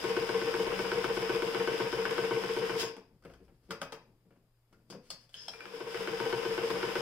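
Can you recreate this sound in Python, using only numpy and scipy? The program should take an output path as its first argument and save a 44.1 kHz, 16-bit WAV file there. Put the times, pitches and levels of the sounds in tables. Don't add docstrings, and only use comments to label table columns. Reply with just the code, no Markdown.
import sys
import numpy as np
from scipy import signal
from scipy.fft import rfft, irfft, next_fast_len
from scipy.io import wavfile
from scipy.ndimage import uniform_filter1d

SR = 44100
rng = np.random.default_rng(int(sys.argv[2]) if len(sys.argv) > 2 else 0)


def invert_db(level):
    return 10 ** (np.asarray(level, dtype=float) / 20)


def wrap_up_sound(samples):
    columns = np.atleast_2d(samples).T
    tamed = np.clip(columns, -1, 1)
    steps = np.round(tamed * 32767).astype(np.int16)
    wavfile.write(sys.argv[1], SR, steps)


N = 309121
T = np.arange(N) / SR
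SIZE = next_fast_len(N + SR)
HZ = np.arange(SIZE // 2 + 1) * SR / SIZE


def machine():
    drive_db = pedal()
    down_s, needle, needle_clack = needle_blows(drive_db)
    back_s, shuttle, shuttle_clack = shuttle_blows(drive_db)
    body = body_ring(needle, shuttle, turning_shafts(drive_db)) + feed_dog(drive_db)
    since_down = T - np.append(-1, down_s)[np.searchsorted(down_s, T)]
    since_back = T - np.append(-1, back_s)[np.searchsorted(back_s, T)]
    shaken_db = 5 * np.exp(-since_down / .018) + 3 * np.exp(-since_back / .03)
    rattle = gear_rattle(drive_db, shaken_db)
    hiss = motor_hiss(drive_db, shaken_db)
    return radiated(body) + clacks(needle_clack + shuttle_clack) + table_shake(drive_db) + rattle + hiss


# t/s, level/dB
DRIVE = [
    [(0.0, -1), (1.1, -0.7), (2.7, -1.5), (2.82, -5), (2.89, -10), (2.98, -39), (3.15, -63)],
    [(5.33, -63), (5.345, -34), (5.47, -26), (5.5, -28), (5.6, -16), (5.72, -13.5), (5.75, -8),
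     (5.82, -11.5), (5.97, -4), (6.15, -2.4), (7.01, -0.5)],
]


def pedal():
    return np.maximum(*map(curve, DRIVE))


# t/s, angle/turns
WHEEL = [
    [(.041, 0), (.791, 6), (1.295, 10), (2.054, 16), (2.436, 19), (2.695, 21), (2.829, 22), (2.971, 23)],
    [(5.655, 0), (5.733, .418), (5.805, 1), (5.945, 2), (6.075, 3), (6.201, 4), (6.955, 10), (7.081, 11)],
]
PLAY_S = .0004


def strokes(turn):
    times = []
    for run in WHEEL:
        s, turns = np.transpose(run)
        times.append(np.interp(np.arange(turn, turns[-1] + 1e-6), turns, s))
    times = np.concatenate(times)
    times = times[times < T[-1] - .01]
    return times + PLAY_S * rng.standard_normal(len(times))


# t/s, ring level/dB, clack level/dB
NEEDLE_ACCENT = [(0.041, -1, -2.5), (0.166, 0.5, 0.5), (0.291, -1.5, 1), (0.416, -3, -7),
                 (0.541, -2.5, 1.5), (0.666, -1.5, -3), (0.791, -1.5, 3.0), (0.917, 0.0, 7.5),
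                 (1.043, -1, 6), (1.169, -0.5, -4.5), (1.295, 1, -3), (1.422, -2, 1.0), (1.548, -2.5, 2.0),
                 (1.674, 0, 3), (1.801, 2.0, -9), (1.927, -1.0, 0.5), (2.054, -3, 3.5), (2.181, 0.5, 5),
                 (2.309, 0.5, -5), (2.436, -1, -5), (2.566, -0.5, -7), (2.695, -1.5, -1.5),
                 (2.829, 1.5, -6), (2.971, 0.0, 10), (5.655, -7, 4), (5.805, 2.5, -4), (5.945, -2, 2),
                 (6.075, -1.5, 4), (6.201, -0.5, 1), (6.327, 1.5, 4), (6.452, -1, 0.5), (6.578, -1, -6),
                 (6.704, -4, 5), (6.829, -1.5, 0), (6.955, -1, 2)]
NEEDLE_RING, NEEDLE_CLACK = (-33, 1.05, .3), (-22.5, 0.8, .3)


def needle_blows(drive_db):
    s = strokes(0)
    ring_db = force(s, drive_db, NEEDLE_RING) + accent(s, NEEDLE_ACCENT, axis=1)
    clack_db = force(s, drive_db, NEEDLE_CLACK) + np.clip(accent(s, NEEDLE_ACCENT, axis=2), -3, 3)
    return s, blows(s, ring_db + 5, .006, -21), blows(s, clack_db + 21.5, 0.0048, -11.0)


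# t/s, ring level/dB
SHUTTLE_ACCENT = [(0.093, -1), (0.218, -4.0), (0.343, 1.5), (0.468, 1), (0.593, 2), (0.718, 0),
                  (0.844, -3.5), (0.97, 0.5), (1.096, 1), (1.222, -1), (1.348, 0), (1.474, -7),
                  (1.601, 1.0), (1.727, -2.5), (1.854, -4), (1.98, 1), (2.107, 0.5), (2.235, 0.5),
                  (2.362, -0.5), (2.49, -1), (2.62, -0.5), (2.751, 0.0), (2.888, -9), (5.733, -3),
                  (5.864, 2.5), (5.999, -1.5), (6.128, 0), (6.254, 1.5), (6.379, -4.5), (6.505, -3.5),
                  (6.631, -1.0), (6.756, -1), (6.882, -4)]
# t/s, ring level/dB, clack level/dB
SLACK = [
    (5.537, -59, -35.5),
    (5.605, -58.5, -32.5),
]
SHUTTLE_RING, SHUTTLE_CLACK = (-28, 1.27, .3), (-33, .7, 1.5)
SHUTTLE_TURN = .418


def shuttle_blows(drive_db):
    swing_s = strokes(SHUTTLE_TURN)
    ring_db = force(swing_s, drive_db, SHUTTLE_RING) + accent(swing_s, SHUTTLE_ACCENT, axis=1)
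    clack_db = force(swing_s, drive_db, SHUTTLE_CLACK)
    rows = np.vstack([np.c_[swing_s, ring_db, clack_db], SLACK])
    s, ring_db, clack_db = rows[np.argsort(rows[:, 0])].T
    return s, blows(s, ring_db - 2, .006, -22), blows(s, clack_db + 19.5, 0.007, 5.1)


GEAR_DB = -39.5


def turning_shafts(drive_db):
    strength = invert_db(-35.5 - .28 * drive_db) * invert_db(GEAR_DB + drive_db)
    return strength * invert_db(2 * walk(27)) * grains(1500, 2.0)


# f/Hz, fade by 60 dB/s, needle level/dB, shuttle level/dB, drone level/dB
BODY = [(130, 0.065, -14, -22, -31.5), (189.5, 0.26, -21.5, -18, -10), (288.5, 0.23, -31.5, -20, -10.5),
        (351.6, 0.061, 2.5, -4.5, -11.5), (372, 0.081, -7, -41.5, -14), (452, .22, -2.5, 3, 0),
        (505, 0.023, -2, -53.5, -14), (579, 0.16, -13, -17, -10), (684, 0.17, -17.5, -25.5, -22),
        (791.6, 0.12, -18.5, -14.5, -18.5), (934.5, 0.061, -4.5, -6.5, -2.5),
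        (1019.6, 0.064, -10.5, -7.5, -2), (1061, 0.038, -4, -5.5, -27.5), (1517, 0.054, -6.5, -19, -0.5),
        (1775, 0.079, -16.5, -14, -27.5), (2205, 0.056, -11, -11, -28), (3033, 0.14, -14.5, -16, -31)]
# f/Hz, fade/s, needle, shuttle, drone level/dB
ARM = (489, .1, -6, -.5, -8)


def body_ring(needle, shuttle, shafts):
    def mode(hz, t60, needle_db, shuttle_db, drone_db):
        push = invert_db(needle_db) * needle + invert_db(shuttle_db) * shuttle + invert_db(drone_db) * shafts
        return bloom(ring(push, hz, t60), hz, .025)

    return sum(mode(*row) for row in BODY) - mode(*ARM)


# f/Hz, fade by 60 dB/s, level/dB
FEED = [(185, .1, -3.3), (352, .06, 0.92)]
FEED_TURN = .32
FEED_RING = (-44.5, 0.79, 1.0)


def feed_dog(drive_db):
    s = strokes(FEED_TURN)
    push = blows(s, force(s, drive_db, FEED_RING), .006, -25.5)
    return sum(invert_db(db) * bloom(ring(push, hz, t60), hz, .025) for hz, t60, db in FEED)


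# f/Hz, level/dB
RADIATES = [(30, -33), (90, -22), (120, 9.5), (300, 2.5), (16000, -4)]


def radiated(body):
    return causal(body, RADIATES)


# f/Hz, level/dB
CLACK = [(500, -28.5), (900, -5), (1500, 4), (2200, -6), (3500, -11), (6000, -21), (12000, -32),
         (16000, -35)]


def clacks(pushes):
    return causal(pushes, CLACK)


# f/Hz, level/dB per Hz
GEARS = [(140, -47), (290, -10.5), (500, -1), (641, -13.5), (917, -12.5), (1200, -13), (1550, -12.5),
         (1670, -14.5), (2950, -13), (4500, -40.5), (5850, -58), (9900, -120)]


def gear_rattle(drive_db, shaken_db):
    teeth = level(colour(spread(2500, 0.34), GEARS), -2.1)
    return invert_db(GEAR_DB + drive_db) * invert_db(shaken_db + 1.7 * walk(40)) * teeth


# f/Hz, level/dB per Hz
MOTOR = [(2060, -10.5), (3500, -4), (4290, -15), (5090, -6.5), (6010, -15), (12100, -20.5), (13300, -22),
         (16000, -25.5)]
MOTOR_DB, MOTOR_SLOPE = -45.5, 0.92
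BRAKE_S, BRAKE_LENGTH_S, BRAKE_DB = 2.81, 0.031, 14.5


def motor_hiss(drive_db, shaken_db):
    brake_db = BRAKE_DB * np.exp(-((T - BRAKE_S) / BRAKE_LENGTH_S) ** 2)
    motor = invert_db(MOTOR_DB + MOTOR_SLOPE * drive_db + brake_db)
    brushes = level(colour(spread(6000, 1.8), MOTOR), -0.64)
    return motor * invert_db(0.12 * shaken_db + walk(25)) * brushes


# f/Hz, level/dB per Hz
TABLE = [(15, -26), (25, -9), (40, 6), (52, -11), (64, 5.5), (80, -29), (100, 1.5), (130, -59)]
SHAKE_DB, SHAKE_SLOPE = -58, 3.5


def table_shake(drive_db):
    return invert_db(SHAKE_SLOPE * drive_db) * level(colour(rng.standard_normal(N), TABLE), SHAKE_DB)


# t/s, peak level/dB, thud level/dB, ring of the struck part f/Hz
FINGERTIPS = [(3.403, -52, -0.5, 300), (3.429, -60, -9, 300), (3.514, -61, -2, 350), (3.69, -49.5, 0, 635),
              (4.088, -66, -4, 684), (4.253, -63, -2, 673), (4.79, -64, -8, 654), (4.946, -43, 1, 300)]
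KNUCKLES = [(3.25, -38, -8.5, 590), (3.299, -45.5, -9.5, 668), (3.481, -52.5, -13, 762),
            (4.307, -53.5, -10, 665), (4.359, -57.5, -8, 665), (5.483, -36, -22, 724)]
LEVER = [(2.966, -42, -4.5, 895), (3.224, -57, -13, 1204), (3.238, -55, -22, 1500), (3.337, -51, -31, 1500),
         (3.708, -27, -16.5, 1270), (3.816, -27, -18, 1340), (3.922, -32, -16, 931),
         (4.727, -54, -7.5, 1390), (4.925, -41.5, -8.5, 900)]
LATCH = [(4.901, -39, -8.5, 3330), (5.104, -32.5, -21, 4740), (5.292, -55, -31, 684),
         (5.344, -46, -42, 3200), (5.482, -41.5, -39, 4960)]
# knock level/dB, tick level/dB
CONTACT = [
    (-8, -32),
    (-2, -33),
    (0.5, -12),
    (-4.5, -4),
]
# f/Hz, fade by 60 dB/s, level/dB
THUD = [(64.7, 0.034, -16), (150, 0.053, -19), (183, 0.053, 1), (262, 0.016, 7), (329, 0.035, -3),
        (448, 0.051, -3)]
# f/Hz, level/dB
KNOCK = [(300, -42), (520, 8.5), (750, 0), (1300, 0), (2100, -5), (2800, -5.5), (4500, -24.5)]
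# f/Hz, level/dB
TICK = [(1000, -26), (2000, -4), (2700, 2), (3500, 8.5), (4100, -1.5), (4700, 8.5), (5500, 2), (7000, 3.5),
        (11000, -5.5), (16000, -16)]
PART_T60_S = .018


def knocks():
    rows = []
    for hits, share in zip((FINGERTIPS, KNUCKLES, LEVER, LATCH), CONTACT):
        rows += [(*hit, *share) for hit in hits]
    s, db, thud_db, part_hz, knock_db, tick_db = np.transpose(rows)
    push = blows(s, db + thud_db + 8.5, 0.018, -10.0)
    thud = sum(invert_db(g) * bloom(ring(push, hz, t60), hz, 0.033) for hz, t60, g in THUD)
    knock = causal(blows(s, db + knock_db + 24.5, 0.02, -6), KNOCK)
    tick = causal(blows(s, db + tick_db + 21.0, 0.012, -5), TICK)
    part = 0
    for t, g, hz in zip(s, db + np.maximum(knock_db, tick_db), part_hz):
        part = part + ring(blows([t], [g - 5], 0.019, -8.5), hz, PART_T60_S)
    return thud + knock + tick + part


# f/Hz, level/dB, fade by 60 dB/s
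LEVER_ARM = [(452, -2, 0.21), (573, -8, 0.27), (931, -16, 0.096), (802, -12, 0.074), (1260, -10, 0.068),
             (1490, -11, 0.055), (1810, -7.5, 0.068), (2026, -6, 0.073), (3170, 0, 0.04), (3840, -7, 0.056),
             (4813, -27, .1), (6800, -13, 0.045)]
FOOT_BAR = [(1270, -2.5, 0.044), (4100, -17, .06), (4400, 2, 0.076), (4640, 6, 0.051), (4660, -5, 0.047),
            (4840, -6, 0.05), (5254, -7, .05), (5230, -8, .07), (5430, -10, 0.05), (6740, -4, .06),
            (7800, -5, .06)]
CLUTCH = [(772, 1.5, 0.041), (2600, -5, 0.034), (3220, 2.5, 0.048), (3430, -4, 0.04), (4000, -9, .06),
          (5210, -2.5, .05), (5150, -9, 0.065), (5570, -6, .07)]
PAWL = [(3050, 2.5, 0.035), (3160, 6, 0.046), (1640, -8, 0.032)]
TAKE_UP = [(1520, -2, 0.054), (1740, -4, .04), (2380, 5, 0.044), (930, -16, .05)]
# t/s, peak level/dB
SNAPS = [
    (LEVER_ARM, [(3.7068, -40.5), (3.816, -43), (3.9223, -44.5), (4.9028, -70)]),
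    (FOOT_BAR, [(5.1040, -45.5)]),
    (CLUTCH, [(5.4825, -38.5)]),
    (PAWL, [(3.337, -67), (4.9028, -62), (5.342, -45.5)]),
    (TAKE_UP, [(5.537, -51), (5.606, -46.5), (5.655, -51)]),
]


def snaps():
    out = 0
    for modes, rows in SNAPS:
        hit = blows(*np.transpose(rows), 0.0099, -18.5)
        out = out + sum(invert_db(db) * ring(hit, hz, t60) for hz, db, t60 in modes)
    return out


# (f/Hz, width/Hz, level/dB)
SQUEALS = [
    (2.79, .085, -47, [(6700, 300, 0), (5300, 500, -9), (8300, 500, -14)]),
    (5.343, .14, -57, [(1600, 450, -12), (3200, 600, 0), (6550, 400, -7)]),
    (5.36, .11, -53, [(5150, 500, 0), (5600, 500, -8), (1750, 120, -12)]),
]


def squeals():
    out = 0
    for start, length, db, peaks in SQUEALS:
        chatter = grains(2400, 1.0) * invert_db(2 * walk(60))
        tone = 0
        for hz, width, peak_db in peaks:
            t60 = np.log(1000) / (np.pi * width)
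            tone = tone + invert_db(peak_db) * level(bloom(ring(chatter, hz, t60), hz, t60), 0)
        swell = np.interp(T - start, [0, .012, length, length + .015], [0.0, 0.97, 0.34, 0], left=0)
        out = out + invert_db(db) * tone * swell
    return out


# start t/s, length/s, rub level/dB, fibre hiss level/dB, shake level/dB
GESTURES = [(2.974, 0.11, -69, -81, -70), (3.163, 0.33, -70, -77, -63.5), (3.596, 0.21, -65, -71, -68),
            (3.95, 0.12, -68, -96, -81), (4.168, 0.23, -74, -88, -97), (4.668, 0.3, -73, -86, -74),
            (4.998, 0.18, -72.5, -65, -83), (5.31, .17, -69.5, -54, -84)]
GRIP_S, LET_GO_S = 0.065, 0.046


def cloth():
    rub, fibres, sway = np.zeros((3, N))
    for start, length, rub_db, fibre_db, sway_db in GESTURES:
        corners = [0, GRIP_S, GRIP_S + length, GRIP_S + length + LET_GO_S]
        drag = np.interp(T - start, corners, [0, 1, 1, 0])
        rub += invert_db(rub_db) * drag
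        fibres += invert_db(fibre_db) * drag
        sway += invert_db(sway_db) * drag
    dull = colour(grains(3000, 1.5), [(70, 5), (150, 12.5), (450, 3.5), (1500, -24), (3000, -54)])
    thin = colour(grains(8000, 1.2), [(800, -17), (2000, -10.0), (5000, -12.5), (9000, -16), (16000, -26)])
    table = sway * level(colour(rng.standard_normal(N), TABLE), -1.5)
    dull_rub = rub * invert_db(1.7 * walk(24.7)) * level(dull, 0)
    thin_hiss = fibres * invert_db(8.6 * walk(30)) * level(thin, -7.5)
    return dull_rub + thin_hiss + table


WALLS_T60_S, WALLS_TREBLE_T60_S = 0.38, 0.15
WALLS_DB, WALLS_BASS_DB = -7.5, -9
SCATTER_S = .0009


def walls():
    t = np.arange(SR) / SR
    paths = []
    for scatter_s, tail_db in ((.0001, WALLS_BASS_DB), (SCATTER_S, WALLS_DB), (SCATTER_S, WALLS_DB)):
        early = level(rng.standard_normal(SR) * np.exp(-t / scatter_s), 0)
        noise = rng.standard_normal(SR) * np.clip(t / 0.0093, 0, 1)
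        low = signal.lfilter([.16], [1, -1.2, .36], noise)
        tail = low * 1000 ** (-t / WALLS_T60_S) + (noise - low) * 1000 ** (-t / WALLS_TREBLE_T60_S)
        paths.append(level(early + level(tail, tail_db), 0) / np.sqrt(SR))
    paths[0][:32] = np.sqrt(np.sum(paths[0][:32] ** 2)) * (np.arange(32) == 0)
    heard = two_ports(*paths)
    even = two_ports(*np.eye(1, 8)[[0, 0, 0]])
    return heard * np.sqrt(smooth(even) / smooth(heard))


# f/Hz, level/dB per Hz
ROOM = [(12, -27.5), (20, 8.5), (70, -7), (123, -9), (241, -20.5), (310, -13.5), (3530, -27), (4200, -30),
        (5100, -23.5), (5700, -37), (6360, -30.5), (14700, -28), (16000, -45.5)]
ROOM_DB = -73.5
HUM_HZ, HUM_DB = 118.4, -72.5


def room_tone():
    air = irfft(two_ports(*rng.standard_normal((3, N))) * invert_db(shape(ROOM)), SIZE)[:, :N]
    hum = invert_db(HUM_DB + 2) * np.sin(2 * np.pi * HUM_HZ * T)
    return level(air, ROOM_DB) * invert_db(0.74 * walk(2.4)) + hum


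# f/Hz, level/dB
PORTS = [(30, 4), (700, 4.2), (2500, 3.6), (5000, 8), (7000, 1), (16000, .5)]
ALIKE_HZ = 1420
LEFT_LAG_S = 4 / SR


def two_ports(alike, left, right):
    share = 1 / np.sqrt(1 + (HZ / ALIKE_HZ) ** 4)
    lag = np.exp(-2j * np.pi * HZ * np.array([[LEFT_LAG_S], [0]]))
    own = np.sqrt(1 - share ** 2) * rfft(np.array([left, right]), SIZE)
    tilt = invert_db(np.array([[1], [-1]]) * shape(PORTS) / 2)
    return (share * lag * rfft(alike, SIZE) + own) * tilt


def smooth(spectrum):
    return uniform_filter1d(np.abs(spectrum) ** 2, size=100 * SIZE // SR)


def force(times, drive_db, rule):
    db, slope, scatter_db = rule
    return db + slope * np.interp(times, T, drive_db) + scatter_db * rng.standard_normal(len(times))


def accent(times, rows, axis):
    rows = np.transpose(rows)
    return np.interp(times, rows[0], rows[axis])


def blows(times, db, rattle_s, rattle_db):
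    out, t = np.zeros(N + 2048), np.arange(2048) / SR
    for s, gain in zip(times, invert_db(db)):
        bounces = rng.standard_normal(2048) * (rng.random(2048) < .08)
        burst = invert_db(rattle_db) * np.exp(-t / rattle_s) * bounces
        burst[0] = 1
        out[int(s * SR):][:2048] += gain * burst / np.sqrt(np.sum(burst ** 2))
    return out[:N]


def ring(x, hz, t60):
    r, w = 1000 ** (-1 / (t60 * SR)), 2 * np.pi * hz / SR
    return signal.lfilter([.5, 0, -.5], [1, -2 * r * np.cos(w), r * r], x)


def bloom(x, hz, t60):
    return 2 * (1 - 1000 ** (-1 / (t60 * SR))) * ring(x, hz, t60)


def grains(per_s, spread_db):
    size = invert_db(spread_db * rng.exponential(size=N)) * rng.standard_normal(N)
    return level(size * (rng.random(N) < per_s / SR), 0)


def spread(per_s, spread_db):
    sides = np.array([grains(per_s, spread_db), grains(per_s, spread_db)])
    return .45 * grains(per_s, spread_db) + .9 * sides


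def walk(rate):
    k = int(SR / rate)
    return uniform_filter1d(np.repeat(rng.standard_normal(N // k + 1), k), k)[:N]


def curve(rows):
    s, db = np.transpose(rows)
    return np.interp(T, s, db, left=-150, right=-150)


def level(x, db):
    return x * invert_db(db) / np.sqrt(np.mean(x ** 2))


def shape(points):
    hz, value = np.transpose(points)
    return np.interp(np.log(HZ + 1), np.log(hz + 1), value)


def colour(x, points):
    return irfft(rfft(x, SIZE) * invert_db(shape(points)), SIZE)[..., :N]


def causal(x, points):
    cepstrum = irfft(np.log(invert_db(shape(points))), SIZE)
    cepstrum[1:SIZE // 2] *= 2
    cepstrum[SIZE // 2 + 1:] = 0
    return irfft(rfft(x, SIZE) * np.exp(rfft(cepstrum)), SIZE)[:N]


def scene():
    dry = machine() + knocks() + snaps() + squeals() + cloth()
    return irfft(rfft(dry, SIZE) * walls(), SIZE)[:, :N]


def low_pass(x):
    return signal.sosfilt(signal.butter(12, 16390, fs=SR, output="sos"), x)


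MIC_HZ, MIC_WIDTH_HZ, MIC_DB = 5020, 520, 6.5
TOP_HZ = 15800


def record(dry):
    peak = signal.lfilter(*signal.iirpeak(MIC_HZ, MIC_HZ / MIC_WIDTH_HZ, fs=SR), dry)
    heard = dry + (invert_db(MIC_DB) - 1) * peak + room_tone()
    top = signal.ellip(10, .2, 60, TOP_HZ, fs=SR, output="sos")
    mix = signal.sosfilt(top, heard)
    return low_pass(mix)


dry = scene()
out = record(dry)
wrap_up_sound(out)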